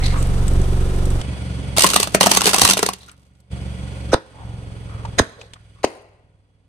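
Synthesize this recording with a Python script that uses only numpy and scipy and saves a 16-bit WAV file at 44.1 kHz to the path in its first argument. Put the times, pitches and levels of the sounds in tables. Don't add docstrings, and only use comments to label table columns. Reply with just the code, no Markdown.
import sys
import numpy as np
from scipy import signal
from scipy.fft import rfft, irfft, next_fast_len
from scipy.io import wavfile
from scipy.ndimage import uniform_filter1d

SR = 44100
rng = np.random.default_rng(int(sys.argv[2]) if len(sys.argv) > 2 else 0)


def unload_audio(sound):
    columns = np.transpose(np.atleast_2d(sound))
    steps = np.round(np.clip(columns, -1, 1) * 32767)
    wavfile.write(sys.argv[1], SR, steps.astype(np.int16))


N = 294588
TIME = np.arange(N) / SR
LEAVES_EXHAUST_S = 1.215
CRACK_PAN_DB, SHELL_PAN_DB = -1.5, 1.2

# (frequency [Hz], relative level [dB])
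CRACK_SPECTRUM = [(300, -26.5), (900, -9.5), (1700, -4), (2800, 3.5), (4400, 4), (6500, 0.5), (9500, 2),
                  (13500, -3.5), (15500, -24.5)]
# (frequency [Hz], relative level [dB])
SHELL_SPECTRUM = [(80, -20.5), (200, -1), (420, -5), (750, 0.5), (1100, -0.5), (1600, -5.5), (3000, -15.5)]
# (start [s], end [s], relative splinter level [dB])
MARACA_CRUSHES = [(1.768, 2.04, -21.5), (2.214, 2.384, -20.5), (2.44, 2.729, -16.5)]
# (time [s], left minus right [dB], send to the yard [dB], foam [dB], hum change [dB])
BALLOON_BURSTS = [(4.14, -1.4, -28.5, -53.5, -25.5), (5.2, -2.8, -25, -42.5, -3),
                  (5.84, 2, -19.5, -41.5, 1)]


def maraca_snaps(crack_db=-6, knock_db=1, ring_db=2, crazing_db=-9, size=4096):
    # (time [s], relative crack level [dB], relative shell level [dB], shell pitch [Hz])
    main_snaps = [(1.782, 0.5, -14.5, 637), (1.7935, -2, -26.5, 1110), (1.8065, -2, -23.5, 1180),
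                  (1.8205, 0.5, -25.5, 1080), (1.8359, 0, -18.5, 493), (1.8424, -3.5, -4, 1052),
                  (1.8648, -0.5, -24, 1110), (1.889, -9.5, -28, 1120), (1.901, -6, -24.5, 1090),
                  (1.934, -6.5, -19, 1330), (1.9605, 2.5, -6.5, 1187), (2, -3, -22, 394),
                  (2.0296, -2.5, -20.5, 1160), (2.072, -18, -22, 656), (2.1466, -3, -5, 616),
                  (2.2087, 0.5, -5.5, 794), (2.2114, -2, -15.5, 590), (2.2298, -1, -20.5, 1110),
                  (2.2376, -9, -16.5, 550), (2.26, -4, -12.5, 904), (2.2677, -2, -7.5, 687),
                  (2.3144, 3, -12, 876), (2.3487, -4, -26, 1080), (2.3708, 3, -10, 1120),
                  (2.4074, -7.5, -18.5, 1370), (2.4166, -5.5, -17, 1090), (2.456, -2, -15, 427),
                  (2.4745, -3, -14, 428), (2.5325, -4.5, -16.5, 1360), (2.543, 1, -11.5, 775),
                  (2.561, -10.5, -20.5, 1120), (2.583, -4.5, -20.5, 1100), (2.616, 6, -9.5, 1097),
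                  (2.6499, 4.5, -8, 1150), (2.675, -2.5, -25.5, 790), (2.6978, 1, -16.5, 850),
                  (2.7085, 2.5, -17.5, 1410), (2.7338, -2.5, -22.5, 690), (2.7699, -12.5, -18, 630),
                  (2.7762, -7.5, -28, 440), (2.7914, -7.5, -18.5, 435), (2.8283, -4.5, -10, 447),
                  (2.8623, -6.5, -21.5, 457), (2.888, -10, -17.5, 1080), (2.934, -15.5, -39, 387)]
    lead_s, rise_s, craze_s = .012, .0008, .005
    out, clock = np.zeros((2, N)), np.arange(size) / SR - lead_s
    t = np.maximum(clock, 0)
    crazing = np.exp(-abs(clock - rise_s) / craze_s) * np.minimum(1 + clock / lead_s, 1)
    shape = np.maximum(strike(t, rise_s=.00089, decay_s=.003), amp(crazing_db) * crazing)
    for s, split_db, shell_db, hz in main_snaps + small_snaps():
        crack = amp(split_db + crack_db) * shape * noise(CRACK_SPECTRUM, size, 1.5, ripple_hz=376.3)
        hollow = noise(SHELL_SPECTRUM, size, 1.5, ripple_hz=131)
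        knock = amp(shell_db + knock_db) * strike(t, rise_s, decay_s=.005) * hollow
        ring = amp(shell_db + ring_db) * strike(t, rise_s, decay_s=.004) * np.sin(2 * np.pi * hz * t)
        add(out, s - lead_s, pan(CRACK_PAN_DB) * crack + pan(SHELL_PAN_DB) * (knock + ring))
    return out


def small_snaps(count=2, crack_db=-3, shell_db=-19.5, spread_db=4, low_hz=450, high_hz=1400):
    rows = []
    for start, end, _ in MARACA_CRUSHES:
        for when, weakness, pitch in rng.random((count, 3)):
            loss_db = spread_db * weakness
            hz = low_hz + pitch * (high_hz - low_hz)
            rows.append((start + when * (end - start), crack_db - loss_db, shell_db - loss_db, hz))
    return rows


def splinters(level_db=-1, shell_db=-4):
    fractures = crackle(per_s=400, spread_db=4.5, decay_s=.0031)
    plastic = noise(CRACK_SPECTRUM, N) + amp(shell_db) * noise(SHELL_SPECTRUM, N)
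    return tread_pressure() * amp(level_db) * fractures * plastic


def tread_pressure(bite_s=.005, ease_db_per_s=-18.5, release_s=.006, settle_db=-12.5,
                   settle_db_per_s=-66.5):
    total = np.zeros(N)
    for start, end, db in MARACA_CRUSHES:
        bite = np.clip((TIME - start) / bite_s + 1, 0, 1)
        held, after = np.clip(TIME - start, 0, end - start), np.maximum(TIME - end, 0)
        release = np.maximum(np.exp(-after / release_s), amp(settle_db + settle_db_per_s * after))
        total = np.maximum(total, bite * amp(db + ease_db_per_s * held) * release)
    return total


def ringing(breaks):
    # (frequency [Hz], t60 [s], gain at resonance [dB])
    modes = [(191.3, .3, 12), (404, 0.023, -7.5), (1120, .035, -19.5), (2790, .03, -7.5), (4460, 0.029, -5),
             (6180, 0.0067, -6.5)]
    t = TIME[:SR // 2]
    response = sum(amp(db - 60 * t / t60) * np.cos(2 * np.pi * hz * t) * 2 * np.log(1000) / (t60 * SR)
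                   for hz, t60, db in modes)
    return signal.fftconvolve(breaks, response[None], axes=1)[:, :N]


def balloons(release_s=.0023, squeal_db=-2, size=4096):
    # (start [s], end [s], final level [dB], rise along the tear [dB], squeal [Hz])
    tears = [(4.118, 4.135, -20.5, 17, 1348), (4.135, 4.142, -11, 9.5, 1237),
             (5.181, 5.187, -21.5, 13, 1877), (5.185, 5.196, -9.5, 10.5, 1825),
             (5.832, 5.849, -20.5, 15.5, 2606)]
    # (frequency [Hz], relative level [dB])
    rip_spectrum = [(100, -28.5), (400, 5), (1750, 0.5), (2500, -11.5), (4000, 0), (6500, -3),
                    (8000, -12.5), (10000, -17), (15000, -26.5)]
    # (time [s], level [dB], first pitch [Hz], growth of the period [s/s], swell [s])
    whoops = [(4.1315, -4, 898, 0.36, 0.002), (4.1435, -1, 1536, 0.76, 0.00078),
              (5.187, -18, 1007, 0.23, 0.0047), (5.1977, -2, 2400, 1, 0.0012),
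              (5.8424, -2.5, 1293, 0.56, 0.0013)]
    out, t = np.zeros((2, N)), TIME[:size]
    for start, end, db, rise_db, hz in tears:
        length = max(end - start, .002)
        release = np.exp(-np.maximum(t - length, 0) / release_s)
        shape = amp(db + rise_db * np.minimum(t / length - 1, 0)) * release
        slip_hz = hz * (1 + .18 * unit(uniform_filter1d(rng.standard_normal(size), 60)))
        squeal = amp(squeal_db) * np.sin(2 * np.pi * np.cumsum(slip_hz) / SR)
        add(out, start, shape * (squeal + noise(rip_spectrum, size, 5, ripple_hz=398)))
    for s, db, hz, growth, swell_s in whoops:
        cycles = np.log1p(growth * hz * t) / growth
        add(out, s, amp(db) * swell(t, swell_s) * np.sin(2 * np.pi * cycles))
    return out


def foam(rise_s=.01, decay_s=.078):
    # (frequency [Hz], relative level [dB])
    patter_spectrum = [(200, -18.5), (450, 1), (640, 14.5), (900, 2), (1600, 3.5), (3400, -6.5),
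                       (7000, -18.5), (9000, -6), (14000, -21.5)]
    drops = patter(N, per_s=900, decay_s=.002)
    flung = sum(amp(db) * strike(np.maximum(TIME - s, 0), rise_s, decay_s)
                for s, _, _, db, _ in BALLOON_BURSTS)
    return flung * drops * noise(patter_spectrum, N)


def thuds(size=8192):
    # (time [s], level [dB], pitch [Hz], swell [s])
    pulses = [(1.846, -25, 166, 0.0068), (2.47, -29.5, 148, 0.0046), (2.621, -24.5, 107.2, 0.0072),
              (2.635, -21, 79.74, 0.0063), (2.83, -36.5, 122, 0.01), (4.145, -11, 70, 0.0021),
              (5.205, -12.5, 76.5, .004), (5.843, -26.5, 84, 0.0028)]
    out, t = np.zeros((2, N)), TIME[:size]
    for s, db, hz, swell_s in pulses:
        add(out, s, amp(db) * swell(t, swell_s) * np.sin(2 * np.pi * hz * t))
    return out


def tread_noises(size=16384):
    # (time [s], level [dB], pitch [Hz], swell [s])
    events = [(0.005, -36, 2040, 0.042), (0.025, -32.5, 4100, 0.028), (0.129, -28, 1150, 0.019),
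              (0.171, -40, 7370, 0.02), (2.995, -52, 3900, 0.029), (3.07, -49.5, 1390, 0.016),
              (4.329, -48, 840, 0.064), (4.87, -47, 1240, 0.065), (5.049, -30.5, 910, 0.005),
              (5.37, -48, 480, 0.027), (5.388, -52.5, 3940, 0.024), (5.555, -51, 1208, 0.0071),
              (5.75, -61.5, 1100, 0.029)]
    out, t = np.zeros((2, N)), TIME[:size]
    for s, db, hz, swell_s in events:
        texture = patter(size, per_s=2200, decay_s=.003)
        colour = [(hz / 4, -28), (hz * .8, -11), (hz, 0),
                  (hz * 1.25, -11), (hz * 4, -32), (hz * 12, -55)]
        add(out, s, amp(db) * swell(t, swell_s) * texture * noise(colour, size))
    return out


def wet_ticks(level_db=-10, size=2048):
    # (time [s], relative level [dB], pitch [Hz])
    clicks = [(0.0632, -14, 4200), (0.2263, -18, 8300), (0.4804, -16, 7800), (0.6155, -24.5, 6300),
              (1.0546, -20, 8100), (1.1034, -23, 8350), (1.2136, -17.5, 3360), (3.032, -33, 3930),
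              (3.0842, -36, 6230), (3.0936, -28.5, 2900), (3.115, -34, 8600), (3.352, -53, 3880),
              (3.4024, -44.5, 8400), (5.053, -27.5, 3080), (5.4135, -24.5, 2680), (5.5349, -24, 3400)]
    out = np.zeros((2, N))
    shape = strike(TIME[:size], rise_s=.00027, decay_s=.0044)
    for s, db, hz in clicks:
        colour = [(300, -9), (hz * .8, -8), (hz, 0), (hz * 1.2, -8), (hz * 2.5, -13), (hz * 5, -40)]
        add(out, s, amp(db + level_db) * shape * noise(colour, size))
    return out


def orange_pulp(relative_db=-12):
    # (frequency [Hz], relative level [dB])
    pulp_spectrum = [(600, -18.5), (1500, -6.5), (4000, -1), (6000, -1.5), (8000, 1), (13000, -2.5)]
    cells = crackle(per_s=60, spread_db=4, decay_s=.0015)
    *_, hiss_db = engine_levels()
    return (TIME < LEAVES_EXHAUST_S) * amp(hiss_db + relative_db) * cells * noise(pulp_spectrum, N)


def engine(uneven=.22, rumble_throb=.19, hiss_throb=.15):
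    # (time [s], firing rate [Hz])
    idle_speed = [(0, 23.3), (1.2, 23.3), (1.25, 23), (1.75, 22.4), (3.5, 23.1), (4.1, 22.9), (4.4, 22.4),
                  (4.92, 21.8), (5.37, 21.2), (5.8, 20.6), (6.3, 19.6)]
    # (frequency [Hz], relative level [dB])
    rumble_spectrum = [(25, -21.5), (80, 4.5), (190, 1.5), (270, -5.5), (450, -6), (620, -9), (850, -14),
                       (1300, -20), (2000, -24), (4000, -51.5)]
    firing_hz, = curve(idle_speed)
    firings = np.cumsum(firing_hz) / SR
    strength = 1 + uneven * np.interp(firings, np.arange(256), rng.standard_normal(size=256))
    beat = np.cos(2 * np.pi * firings)
    near = uniform_filter1d(1. * (TIME < LEAVES_EXHAUST_S), size=200)
    hum_db, rumble_db, hiss_db = engine_levels()
    tones = amp(hum_db) * exhaust_hum(firings, near) + tailpipe_drone(firings)
    rumble = amp(rumble_db + 2) * (1 + rumble_throb * beat) * noise(rumble_spectrum, N, 2, ripple_hz=31.3)
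    hiss = amp(hiss_db) * (1 + hiss_throb * beat) * bay_hiss(near)
    return (strength * tones + rumble + hiss) * pan(-1.4)


def exhaust_hum(firings, near, pipe_lag_cycles=.414):
    # (multiple of the firing rate, relative level [dB])
    near_orders = [(1, 3.5), (2, -5), (3, -0.5), (4, -16.5), (5, -3), (6, -20.5), (7, -14), (8, -14),
                   (9, -52), (10, -23), (11, -34), (12, -38), (13, -41.5)]
    # (multiple of the firing rate, relative level [dB])
    front_orders = [(1, -18), (2, -14), (3, 2.5), (4, -8), (5, -0.5), (6, -5.5), (7, -15), (8, -4.5),
                    (9, -19), (10, -26.5), (11, -34), (12, -24), (13, -31), (14, -21)]
    # (multiple of the firing rate, relative level [dB])
    slow_orders = [(1, -8.5), (2, -7.5), (3, 2), (4, -3.5), (5, 5), (6, -3.5), (7, -12.5), (8, -4.5),
                   (9, -20), (10, -26), (11, -32), (12, -31.5), (13, -28), (14, -27.5)]
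    slowed = np.clip((TIME - 4.2) / .19, 0, 1)
    ahead = (1 - slowed) * pipe_pulses(front_orders, firings) + slowed * pipe_pulses(slow_orders, firings)
    beside = -pipe_pulses(near_orders, firings - pipe_lag_cycles)
    return near * beside + (1 - near) * ahead


def pipe_pulses(orders, firings, size=128):
    multiples, levels = np.transpose(orders)
    index = np.arange(size)
    mirrored_db = np.interp(np.minimum(index, size - index), multiples, levels)
    phase = -signal.hilbert(np.log(amp(mirrored_db))).imag
    pulses = sum(amp(db) * np.cos(2 * np.pi * k * firings + phase[k]) for k, db in enumerate(levels, 1))
    return pulses / np.sqrt(np.sum(amp(levels[1:]) ** 2) / 2)


def tailpipe_drone(firings):
    # (multiple of the firing rate, relative level [dB])
    orders = [(14, -3), (15, -9), (16, 3), (17, -10), (18, -11), (20, -19), (21, -18)]
    # (time [s], level [dB])
    envelope = [(0, -46), (.25, -43.5), (.55, -38.5), (.95, -34.5), (1.2, -40.5), (1.23, -100)]
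    drone = sum(amp(db) * np.cos(2 * np.pi * round(k) * firings) for k, db in orders)
    return amp(curve(envelope)[0]) * unit(drone)


def bay_hiss(near):
    # (frequency [Hz], width [Hz], relative level [dB])
    resonances = [(554, 66, -8.5), (1430, 31, -6.5), (1950, 27, -11), (2510, 190, -15), (3000, 33, -12.5),
                  (3320, 99, -11)]
    # (frequency [Hz], relative level [dB])
    near_spectrum = [(600, -13), (1300, 1.5), (2000, -5.5), (3300, -4), (4500, -8.5), (7000, -11),
                     (9000, -9.5), (14000, -18.5)]
    # (frequency [Hz], relative level [dB])
    front_spectrum = [(600, -28.5), (1400, -2), (2300, -2.5), (3400, -4), (3900, -5.5), (7000, -13),
                      (9000, -8.5), (14000, -28)]
    hz = np.arange(20, SR // 2, 10)
    peaks = sum(amp(db) / (1 + (2 * (hz - centre) / width) ** 2) for centre, width, db in resonances)
    whirr = amp(-5) * noise(np.column_stack([hz, 20 * np.log10(peaks)]), N)
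    beside = amp(1) * noise(near_spectrum, N, -1, ripple_hz=154)
    ahead = amp(-1) * noise(front_spectrum, N, 3.5, ripple_hz=116.1) + whirr
    return near * beside + (1 - near) * ahead


def engine_levels(fall_s=.09, recover_s=.24, rumble_share=.56, hiss_share=.3):
    # (start [s], hum [dB], rumble [dB], hiss [dB], drift [dB/s])
    stretches = [(0, -20.5, -32.5, -41.5, -0.73), (1.217, -28, -37.5, -44, -1), (1.8, -39, -40, -45.5, -7),
                 (2.92, -51.5, -61.5, -68.5, -8), (3.506, -31.5, -42, -48, 2), (4.14, -36, -46, -54.5, 2.5),
                 (5.2, -48, -61, -63, -1), (5.849, -59, -67, -75.5, -2.5)]
    rows = np.array(stretches)
    start, *levels, drift = rows[np.searchsorted(rows[1:, 0], TIME)].T
    hum, rumble, hiss = uniform_filter1d(np.array(levels) + drift * (TIME - start), size=900)
    dip = sum(db * np.interp(TIME - s, [0, fall_s, fall_s + recover_s], [0, 1, 0])
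              for s, *_, db in BALLOON_BURSTS)
    return hum + dip, rumble + rumble_share * dip, hiss + hiss_share * dip


def echo(x, decay_times, delay_s=.0039):
    colour = [(100, 5), (600, -8), (2500, -2), (6000, -4), (12000, -8)]
    hz, t, bands = signal.stft(noise(colour, SR), SR, nperseg=256)
    decay = amp(-60 * t / at_hz(decay_times, hz)[:, None])
    tail = signal.istft(bands * decay, SR, nperseg=256)[1][:, :SR]
    tail *= np.clip(TIME[:SR] / delay_s - 1, 0, 1)
    return signal.fftconvolve(x, tail / np.linalg.norm(tail[0]), axes=1)[:, :N]


def noise(spectrum, size, ripple_db=0, ripple_hz=300):
    # (frequency [Hz], coherence [0-1])
    port_coherence = [(100, 0.69), (700, 0.76), (1500, 0.39), (3000, 0.2), (6000, 0.27), (13000, 0.17)]
    # (frequency [Hz], phase [rad])
    left_lead = [(0, -4.5), (1120, 1.1), (2760, 6.5), (4130, 7.5), (6200, 12), (8100, 18.5), (10200, 13),
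                 (10600, 22), (11400, 0), (12100, 12.5), (13100, 7), (13800, 13), (14600, 5.5),
                 (15200, -13.5)]
    hz = np.fft.rfftfreq(size, 1 / SR)
    left, other = rng.standard_normal((2, len(hz))) + 1j * rng.standard_normal((2, len(hz)))
    same = np.clip(at_hz(port_coherence, hz), 0, 1)
    right = (same * left + np.sqrt(1 - same ** 2) * other) * np.exp(-1j * at_hz(left_lead, hz))
    ripple = ripple_db * np.interp(hz / ripple_hz, np.arange(512), rng.standard_normal(size=512))
    return unit(irfft(np.array([left, right]) * amp(at_hz(spectrum, hz) + ripple), size))


def crackle(per_s, spread_db, decay_s):
    return grains(amp(spread_db * np.minimum(rng.exponential(1, N), 4)), per_s, decay_s)


def patter(size, per_s, decay_s):
    return grains(rng.exponential(1, size), per_s, decay_s)


def grains(sizes, per_s, decay_s):
    impulses = sizes * (rng.random(len(sizes)) < per_s / SR)
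    return unit(signal.lfilter([1], [1, -np.exp(-1 / (decay_s * SR))], impulses))


def strike(t, rise_s, decay_s):
    shape = (1 - np.exp(-(t / rise_s) ** 2)) * np.exp(-t / decay_s)
    return shape / shape.max()


def swell(t, peak_s):
    return t / peak_s * np.exp(1 - t / peak_s)


def amp(db):
    return 10 ** (np.asarray(db) / 20)


def pan(db):
    return amp([[db / 2], [-db / 2]])


def unit(x):
    return x / np.sqrt(np.mean(x ** 2) + 1e-20)


def curve(rows):
    s, *columns = np.transpose(rows)
    return [np.interp(TIME, s, c) for c in columns]


def at_hz(points, hz):
    f, value = np.transpose(points)
    return np.interp(np.log(hz + 1), np.log(f + 1), value)


def add(mix, s, sound):
    part = mix[:, max(round(s * SR), 0):][:, :sound.shape[-1]]
    part += sound[..., :part.shape[1]]


def scene():
    # (frequency [Hz], t60 [s])
    yard_decay = [(100, 0.13), (500, 0.87), (2000, 0.92), (6000, 0.57), (14000, 0.54)]
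    breaks = maraca_snaps() + pan(CRACK_PAN_DB) * splinters()
    crunch = amp(-2.5) * breaks + ringing(breaks)
    pan_db, yard_db, *_ = curve(BALLOON_BURSTS)
    pops = balloons() * amp([pan_db / 2, -pan_db / 2])
    underbody = echo(amp(-13) * crunch + amp(-15.5) * pops, [(200, .11), (1500, .15), (10000, .079)])
    yard = echo(amp(-31) * crunch + amp(yard_db) * pops, yard_decay)
    close = engine() + crunch + thuds() + tread_noises() + wet_ticks() + orange_pulp() + pops + foam()
    return close + underbody + yard


def record(dry):
    # (frequency [Hz], gain [dB])
    mic_response = [(6400, 2), (7600, 2), (8200, 6.5), (9300, 3.5), (10600, 1), (11600, -9.5), (12700, 3.5),
                    (14000, -7)]
    size = next_fast_len(N + SR)
    gain = amp(at_hz(mic_response, np.fft.rfftfreq(size, 1 / SR)))
    coloured = irfft(rfft(dry, size) * gain, size)[:, :N]
    lowpass = signal.firwin(255, cutoff=15700, window=("kaiser", 8), fs=SR)
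    return signal.oaconvolve(np.clip(coloured, -1, 1), lowpass[None], "same")


dry = scene()
out = record(dry)
unload_audio(out)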